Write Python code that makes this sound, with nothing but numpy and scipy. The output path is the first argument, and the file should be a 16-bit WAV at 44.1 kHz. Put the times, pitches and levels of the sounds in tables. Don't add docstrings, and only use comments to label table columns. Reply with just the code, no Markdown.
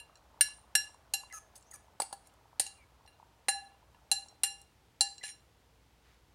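import sys
import numpy as np
from scipy import signal
from scipy.fft import rfft, irfft
from scipy.io import wavfile
from scipy.ndimage import uniform_filter1d

SR = 44100
rng = np.random.default_rng(int(sys.argv[2]) if len(sys.argv) > 2 else 0)


def unload_wav(signal):
    wavfile.write(
        sys.argv[1],
        SR,
        np.round(np.clip(np.atleast_2d(signal).T, -1, 1) * 32767).astype(np.int16),
    )


def attenuation_scalar(level_db):
    decades = np.asarray(level_db, float) / 20
    return 10 ** decades


N = 279594

# pitch_hz, split_hz, ring_s (to -60 dB)
RIM_LOW = [(795, 12, .45), (1714, 18, .35), (2791, 20, .38), (4076, 17, .28)]
RIM_HIGH = [(5608, 28, .36), (7408, 84, .22), (9207, 208, .2), (11390, 190, .14)]
TINES = [(4500, 64, .12), (6722, 16, .16), (8046, 16, .13), (9672, 166, .17)]
# pitch_hz, level_db, ring_s
WALL = [(1529, -26, .3), (2050, -16, .07), (6400, -17, .13), (8550, -13, .1), (9490, -9, .15),
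        (11000, -15, .12), (11925, -14, .11), (12900, -19, .14), (13830, -12, .17), (15150, -18, .06)]
SHANK = [(4100, -8.5, 0.009), (4790, 3, 0.016), (5000, -4, 0.0085)]
PRESSED = [(4900, -9, .035), (6400, 0, .04), (8000, -9, .05), (8800, -6, .03), (9300, -3, .05),
           (10300, -8, .03), (11550, -9, .03), (12900, -6, .035), (15200, -8, .03)]
RIM_DB = [-9, -8, -3.5, -4, -6.5, -3.5, 3.5, -9]
TINE_DB = [-4.5, -6.5, -1.5, 5]
NODE = 0.02

# start_s, force_db, hardness_db_per_octave, struck_degrees, listener_degrees (round the rim)
RIM_BLOWS = [(0.0, -45, -3.5, 45, 84), (0.409, -19, 3, 50, 62.7), (0.752, -19.5, 0.4, 0, 59.4),
             (1.138, -21, 3.5, 15.5, 33.6), (1.327, -48, -7, 53, 66.5), (1.738, -59.5, -11, 52, 68),
             (2.0, -44.5, -5.5, 15, 59), (2.0195, -41, -3, 19.5, 94), (2.128, -44, -7, 22, 82),
             (2.597, -35.5, 3, -2, 20.5), (2.664, -41, -7, 31.5, 46), (3.076, -58, -3.5, 0, 39),
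             (3.484, -18, -6, 25.5, 43), (4.115, -20, 0.74, 35, 74.4), (4.4348, -27.5, 4.5, 7.5, 81.6),
             (5.008, -18.5, 1.5, 31.5, 73.5), (5.237, -42.5, -4.5, 0, 45.5)]
# time_s, share of energy (0-1) in the upper line of the low pairs, of the high pairs
TURN = [
    (0, .0, .02),
    (2.7, .05, .05),
    (3.48, 0.02, .02),
    (4.11, 0, .05),
    (4.43, 0.6, 0.41),
    (5.0, 0.88, 0.46),
]
# time_s, ring_time_factor
GRIP = [(0, 0.65), (.4, 0.59), (1.14, 0.66), (1.4, 0.94), (1.8, 0.79), (2.0, 0.43), (2.13, 0.32),
        (2.6, 0.66), (3.48, 1), (4.11, 0.65), (4.43, 0.86), (5.0, 0.59), (5.24, 0.7)]
HIGH_GRIP, FORK_GRIP = 0.84, 0.38
PALM_OFF_S, PALM_DB = 1.0, -13
# start_s, force_db, struck_degrees (along the tines), listener_degrees
TINE_BLOWS = [(0.411, -34, 5.0, 67), (0.7558, -30, 2.5, 70), (1.1363, -22, 28, 76), (1.5562, -46.3, 36, 74),
              (1.577, -54.5, 48, 77), (1.7121, -42, 70, 88), (1.74, -45.5, 53, 79),
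              (2.0017, -24.5, 48, 67.5), (2.0191, -30, 30, 48), (2.1266, -38, 15, 38.5),
              (2.5974, -22.5, 10, 38), (2.665, -37, 21, 84), (3.49, -22, 32, 83), (4.1145, -21.5, 34.5, 82),
              (4.4341, -22, 40, 80), (5.009, -17.5, 24, 38)]
# start_s, thud_db, thud_hz, crack_db, clatter_db
CONTACTS = [(0.0004, -97, 900, -32, -70), (0.409, -18.5, 2730, 2.5, -8), (0.752, -20.5, 1769, 3, -23),
            (1.137, -38, 875, -10.5, -13), (1.327, -49, 1470, -58, -60), (1.5562, -70, 1200, -63.5, -30.5),
            (1.7121, -70, 1200, -60, -40), (1.738, -46, 1260, -60, -53), (2.0, -12.5, 894, -12, -19.5),
            (2.0192, -29, 500, -12, -23), (2.1275, -26, 910, -21.5, -32), (2.5963, -17, 736.6, -4, -8.5),
            (2.665, -43, 2510, -27, -26), (3.076, -57.5, 2000, -45.5, -70), (3.4845, -11, 1852, -11, -10.5),
            (4.1147, -31, 900, -4.5, -7.5), (4.4345, -22, 1910, -4, -11), (5.0085, -33, 700, -8, -6.5),
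            (5.236, -32.5, 973, -60, -63.5)]
# pitch_hz, level_db
CRACK = [(180, -71), (300, -54.5), (1650, -11.5), (4950, -5.5), (5660, -19), (6690, -16), (9180, 6),
         (10300, -10.5), (15400, -34), (16200, -33)]
# start_s, level_db, tick_hz, tick_db, ring_db
TOUCHES = [(0.155, -43, 4300, -11, -1), (0.1715, -64, 5740, -1.5, 13), (0.9432, -56, 9130, -28.5, 6),
           (1.3003, -50.5, 1980, -2, 6), (1.3258, -23, 7150, -15.5, -28), (1.61, -46, 8100, -12, -11),
           (1.625, -41, 5590, -18, -7.5), (2.2718, -40.5, 10100, -9, -3), (2.2965, -52.5, 2657, -4.5, -7),
           (2.339, -47, 8530, -9.5, -21.5), (2.3522, -57, 4570, -8, -15), (3.0619, -50, 4210, -11.5, -1.5),
           (3.946, -47.5, 1930, -4.5, -1), (4.2844, -41.5, 5700, -44, 1), (4.6158, -29.5, 9220, -16, -13),
           (5.1804, -32, 4450, -27, -1)]

# start_s, length_s, first_slip_hz, last_slip_hz, level_db
SQUEAKS = [
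    (1.309, 0.024, 2087, 1940, -54),
    (1.332, 0.058, 1317, 1273, -46.5),
    (1.618, 0.081, 5000, 6470, -70.5),
    (1.72, 0.015, 2130, 1680, -63.5),
    (1.731, 0.032, 1380, 1109, -54),
    (2.77, 0.076, 2516, 2150, -66),
    (5.029, 0.054, 1730, 1700, -58),
    (5.211, 0.015, 1980, 2040, -54),
]
# pitch_hz, level_db
SLIP_COLOUR = [(1000, 2), (2200, 8.5), (3500, -41.5), (5200, -4), (6500, 20), (7800, -7.5), (9200, 11.5),
               (13000, -0.5), (16000, -15.5)]
SQUEAK_RISE_S, SQUEAK_START_DB, SQUEAK_FALL_DB_PER_S = .014, -0.5, 108
ROUGH_START, ROUGH_PER_S = 0.13, 6.5
LOW_SLIP_HZ, LOW_SLOPE_DB, DULL_DB_PER_OCTAVE = 1300, -4, -20
# start_s, level_db, hold_s, release_s
SCRAPES = [
    (2.238, -52.5, 0.029, 0.015),
    (2.604, -30, 0.0022, 0.089),
    (2.655, -42.5, 0.0048, 0.085),
    (4.446, -21, 0.0036, 0.028),
    (5.229, -28, 0.059, 0.038),
]
CHATTER = [
    (1.334, -58, 0.0035, .075),
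    (1.553, -58, 0.0018, .04),
    (1.706, -60, .002, .036),
    (1.734, -55, 0.0017, .036),
]
STROKE_RISE_S, STROKE_START_DB, STROKE_END_DB = 0.0071, -2, -32.5
GLASS_HOLD = .7

# time_s, level_db
SIZZLE = [(0.0, -65), (.7, -64.5), (2.0, -66.5), (2.5, -66.5), (3.3, -68.5), (4.3, -68.5), (4.7, -77),
          (5.4, -74), (6.34, -79.5)]
# start_s, level_db, pitch_hz
POPS = [(0.096, -55.5, 1110), (0.343, -57.5, 845), (0.375, -58, 1050), (0.389, -56.5, 810),
        (0.485, -54, 940), (0.585, -56.5, 886), (0.64, -58.5, 917), (0.893, -57.5, 850),
        (0.945, -52.5, 920), (1.235, -46.5, 965), (1.883, -57.5, 930), (2.11, -53, 855),
        (2.411, -58.5, 894), (2.456, -55, 858), (2.53, -54.5, 926), (3.009, -59, 924), (3.054, -54.5, 800),
        (3.199, -51.5, 888), (3.228, -50, 888), (3.72, -61.5, 945), (3.828, -59.5, 927),
        (3.946, -56.5, 906), (4.26, -54.5, 805), (4.326, -58.5, 754)]
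# time_s, level_db
HISS = [
    (6.0, -85),
    (6.06, -71.5),
    (6.13, -70),
    (6.2, -81.5),
]
# pitch_hz, fade_s (to -60 dB)
KITCHEN = [(200, 0.12), (1000, 0.27), (4000, 0.34), (9000, 0.33), (16000, 0.06)]
# pitch_hz, level_db
ROOM_AIR = [(15, -44.5), (25, -15.5), (65, -4), (218, -17.5), (257, -16.5), (418, -18.5), (466, -16.5),
            (611, -22.5), (943, -19.5), (1110, -26.5), (1240, -25), (3280, -27.5), (16200, -41)]
AIR_DB = -64.5
# pitch_hz, level_db
HUM = [
    (59, -74.5),
    (118, -86),
]
EDGE_HZ = 16300


def evened(x):
    return x / np.sqrt(np.mean(x ** 2) + 1e-20)


def read(points, hz):
    f, value = np.transpose(points)
    return np.interp(np.log(hz + 1), np.log(f + 1), value)


def add(mix, s, sound):
    part = mix[max(round(s * SR), 0):][:len(sound)]
    part += sound[:len(part)]


def coloured(x, points):
    gain = attenuation_scalar(read(points, np.fft.rfftfreq(len(x), 1 / SR)))
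    return irfft(rfft(x) * gain, len(x))


def slow_wander():
    t = np.arange(18000) / SR
    return np.interp(t, np.linspace(0, .41, num=50), uniform_filter1d(rng.standard_normal(50), size=2))


def ring(hz, db, t60, start=None):
    t = np.arange(18000) / SR
    waver, drift = slow_wander(), slow_wander()
    loose = np.minimum(t / .09, 1) * min(.45 + hz / 9000, 1.2)
    fade = attenuation_scalar(-60 * t / t60 + 5.8 * waver * loose) + 0.75 * attenuation_scalar(-60 * t / 0.016)
    first_turn = rng.random() if start is None else start
    phase = 2 * np.pi * (hz * t + first_turn) + 1.4 * drift * loose
    return attenuation_scalar(db) * fade * np.sin(phase) * np.minimum(t / .0012, 1)


def pairs(modes, levels_db, hold=1, upper=0.08):
    share = np.clip(upper + rng.uniform(-0.043, 0.38, len(modes)), .01, .99)
    starts = rng.random(len(modes))
    out = 0
    for (hz, split, t60), db, a, start in zip(modes, levels_db, share, starts):
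        out = out + np.sqrt(1 - a) * ring(hz - split / 2, db, hold * t60, start)
        out = out + np.sqrt(a) * ring(hz + split / 2, db, hold * t60, start)
    return out


def nodes(first, levels_db, degrees):
    angle = (first + np.arange(len(levels_db))) * np.radians(degrees)
    return np.add(levels_db, 10 * np.log10(np.cos(angle) ** 2 + NODE))


def burst(db, t60, colour, rise=0.00031):
    t = np.arange(8192) / SR
    start = np.sin(np.pi / 2 * np.minimum(t / rise, 1)) ** 2
    return attenuation_scalar(db - 60 * t / t60) * start * evened(coloured(rng.standard_normal(len(t)), colour))


def rim_blows():
    out = np.zeros(N)
    octaves = np.log2(np.transpose(RIM_LOW + RIM_HIGH)[0] / 3000)
    turn_s, low_share, high_share = np.transpose(TURN)
    low = len(RIM_LOW)
    for s, db, hard_db, struck, heard in RIM_BLOWS:
        grip = np.interp(s, *np.transpose(GRIP))
        levels_db = db + hard_db * octaves + nodes(1.948, nodes(1.8, RIM_DB, struck), heard)
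        levels_db[0] += PALM_DB * (s < PALM_OFF_S)
        add(out, s, pairs(RIM_LOW, levels_db[:low], grip, np.interp(s, turn_s, low_share)))
        add(out, s, pairs(RIM_HIGH, levels_db[low:], HIGH_GRIP * grip, np.interp(s, turn_s, high_share)))
    return out


def tine_blows():
    out = np.zeros(N)
    for s, db, struck, heard in TINE_BLOWS:
        levels_db = db + nodes(0.94, nodes(0.98, TINE_DB, struck), heard)
        add(out, s, pairs(TINES, levels_db, FORK_GRIP))
        add(out, s, sum(ring(hz, levels_db[0] - 3.5 + g, t60) for hz, g, t60 in SHANK))
    return out


def contacts():
    out = np.zeros(N)
    clatter = [(2000, -21), (5000, -5.0), (9700, -2.5), (10500, -12.5), (16000, -32)]
    for s, thud_db, hz, crack_db, clatter_db in CONTACTS:
        thud = [(80, -40), (300, -12), (hz / 1.5, -8), (hz, 0), (hz * 1.5, -14), (hz * 3, -40)]
        add(out, s, burst(thud_db - 12, .025, thud, rise=.0012))
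        for wall_hz, g, t60 in WALL:
            wall_db = crack_db - 26.0 + g + 3 * rng.standard_normal()
            add(out, s, ring(wall_hz, wall_db, FORK_GRIP * t60))
        add(out, s, burst(crack_db - 20.5, 0.036, CRACK))
        add(out, s, burst(clatter_db - 22.0, 0.085, clatter))
    return out


def touches():
    out, modes = np.zeros(N), RIM_LOW[1:] + RIM_HIGH[:3] + TINES
    for s, db, hz, tick_db, ring_db in TOUCHES:
        add(out, s, burst(db + tick_db, 0.0078, [(hz / 3, -30), (hz, 0), (hz * 2.5, -30)]))
        near_db = -9 * np.log2(np.transpose(modes)[0] / hz) ** 2
        levels_db = db + ring_db + near_db + 3 * rng.standard_normal(len(modes)) - 20
        add(out, s, pairs(modes, levels_db, hold=0.23))
    return out


def glass(drive):
    levels_db = [-34, 3.5, -2.5, 7, 7.5, 14.0, 19.0, 1.5, -24, 3.5, -6.0, 16.5]
    body = pairs(RIM_LOW + RIM_HIGH + TINES, levels_db, hold=GLASS_HOLD)
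    body += sum(ring(hz, db + 7, t60) for hz, db, t60 in WALL)
    return signal.fftconvolve(drive, body / np.linalg.norm(body))[:N]


def squeak(length, first_hz, last_hz, top_db):
    t = np.arange(0, length, 1 / SR)
    hz = first_hz + (last_hz - first_hz) * t / length
    rise_db = SQUEAK_START_DB * np.maximum(1 - t / SQUEAK_RISE_S, 0)
    fall_db = SQUEAK_FALL_DB_PER_S * np.maximum(t - SQUEAK_RISE_S, 0)
    rough = ROUGH_START + ROUGH_PER_S * t
    tilt_db = LOW_SLOPE_DB + DULL_DB_PER_OCTAVE * np.log2(hz / LOW_SLIP_HZ)
    wobble, grip = (evened(uniform_filter1d(rng.standard_normal(len(t)), 60)) for _ in range(2))
    hz = hz * (1 + 0.089 * rough * wobble)
    turns = np.cumsum(hz) / SR
    stack = np.zeros(len(t))
    for k in range(1, 13):
        size = attenuation_scalar(read(SLIP_COLOUR, k * hz) + tilt_db * np.log2(k)) * (k * hz < 16000)
        stack += size * np.cos(2 * np.pi * k * turns)
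    level = attenuation_scalar(top_db + rise_db - fall_db + 8 * rough * np.tanh(grip))
    return level * evened(stack) * signal.windows.tukey(len(t), .15)


def catches(strokes, per_s):
    out = np.zeros(N)
    for s, db, hold, release in strokes:
        corners = np.cumsum([0, STROKE_RISE_S, hold, release])
        t = np.arange(0, corners[-1], 1 / SR)
        clicks = rng.standard_normal(len(t)) * (rng.random(len(t)) < per_s / SR)
        shape_db = np.interp(t, corners, [STROKE_START_DB, 0, 0, STROKE_END_DB])
        add(out, s, attenuation_scalar(db + shape_db) * evened(clicks))
    return out


def chatter():
    t = np.arange(4096) / SR
    tines = sum(attenuation_scalar(db - 60 * t / t60) * np.sin(2 * np.pi * hz * t) for hz, db, t60 in PRESSED)
    return signal.oaconvolve(catches(CHATTER, per_s=2500), tines / np.linalg.norm(tines))[:N]


def friction():
    slips = np.zeros(N)
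    for s, *stroke in SQUEAKS:
        add(slips, s, squeak(*stroke))
    grit_colour = [(500, -51.5), (2000, 1.5), (9500, -10.5), (11000, -10.0), (16000, -13.5)]
    grit = coloured(catches(SCRAPES, per_s=870), grit_colour)
    direct_grit = coloured(grit, [(1000, 0), (9800, 0), (10400, -30), (16000, -40)])
    squeaks = slips + attenuation_scalar(-12) * glass(slips)
    scrapes = attenuation_scalar(-16) * direct_grit + attenuation_scalar(-8) * glass(grit)
    return squeaks + scrapes + chatter()


def bubble(hz, cycles):
    u = np.arange(int(3 * cycles / hz * SR)) * hz / SR / cycles
    swell = np.e * 2 * u * np.exp(-2 * u)
    return swell * np.sin(2 * np.pi * cycles * u * (1 + 0.017 * u))


def egg():
    out = np.zeros(N)
    for hz in np.geomspace(550, 2200, 24):
        size = attenuation_scalar(2.5 * np.minimum(rng.exponential(1, N), 4)) * (rng.random(N) < 70 / SR)
        out += attenuation_scalar(-9 * np.log2(hz / 900) ** 2) * signal.oaconvolve(size, bubble(hz, cycles=2.9))[:N]
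    s, db = np.transpose(SIZZLE)
    out = evened(out) * attenuation_scalar(np.interp(np.arange(N) / SR, s, db) - 4.0)
    for s, db, hz in POPS:
        add(out, s, attenuation_scalar(db + 3.0) * bubble(hz, cycles=2.2))
    return out


def steam():
    grains = rng.standard_normal(N) * (0.43 + 3 * (rng.random(N) < 900 / SR))
    s, db = np.transpose(HISS)
    level = attenuation_scalar(np.interp(np.arange(N) / SR, s, db, -150, -150))
    colour = [(300, -19.5), (1200, 3), (3500, -2.5), (10000, -17.5), (16000, -25)]
    return level * evened(coloured(grains, colour))


def kitchen(x):
    taps = np.zeros(SR // 2)
    at = np.arange(130, len(taps) - 20, 20)
    taps[at + rng.integers(0, 20, len(at))] = rng.choice([-1., 1.], len(at))
    hz, t, z = signal.stft(taps, SR, nperseg=128)
    fade = attenuation_scalar(-60 * t / read(KITCHEN, hz)[:, None])
    tail = signal.istft(z * fade, SR, nperseg=128)[1]
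    return signal.fftconvolve(x, tail / np.linalg.norm(tail))[:N]


def air():
    t = np.arange(N) / SR
    waver = evened(uniform_filter1d(uniform_filter1d(rng.standard_normal(N), 1500), 1500))
    hum = sum(attenuation_scalar(db + 4.5 + 1.6 * waver) * np.sin(2 * np.pi * hz * t) for hz, db in HUM)
    return attenuation_scalar(AIR_DB - 2.5) * evened(coloured(rng.standard_normal(N), ROOM_AIR)) + hum


def scene():
    taps = rim_blows() + tine_blows() + contacts() + touches()
    near = taps + friction() + egg() + steam()
    return (near + attenuation_scalar(-14.5) * kitchen(near) + air())[None]


def top_cut(x):
    return signal.sosfilt(signal.butter(12, 16530, fs=SR, output="sos"), x)


def record(dry):
    bass_cut = signal.butter(2, 40, "high", fs=SR, output="sos")
    edge = signal.firwin(511, EDGE_HZ, window=("kaiser", 9), fs=SR)
    mix = signal.oaconvolve(signal.sosfilt(bass_cut, dry), edge[None], "same")
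    return top_cut(mix)


dry = scene()
out = record(dry)
unload_wav(out)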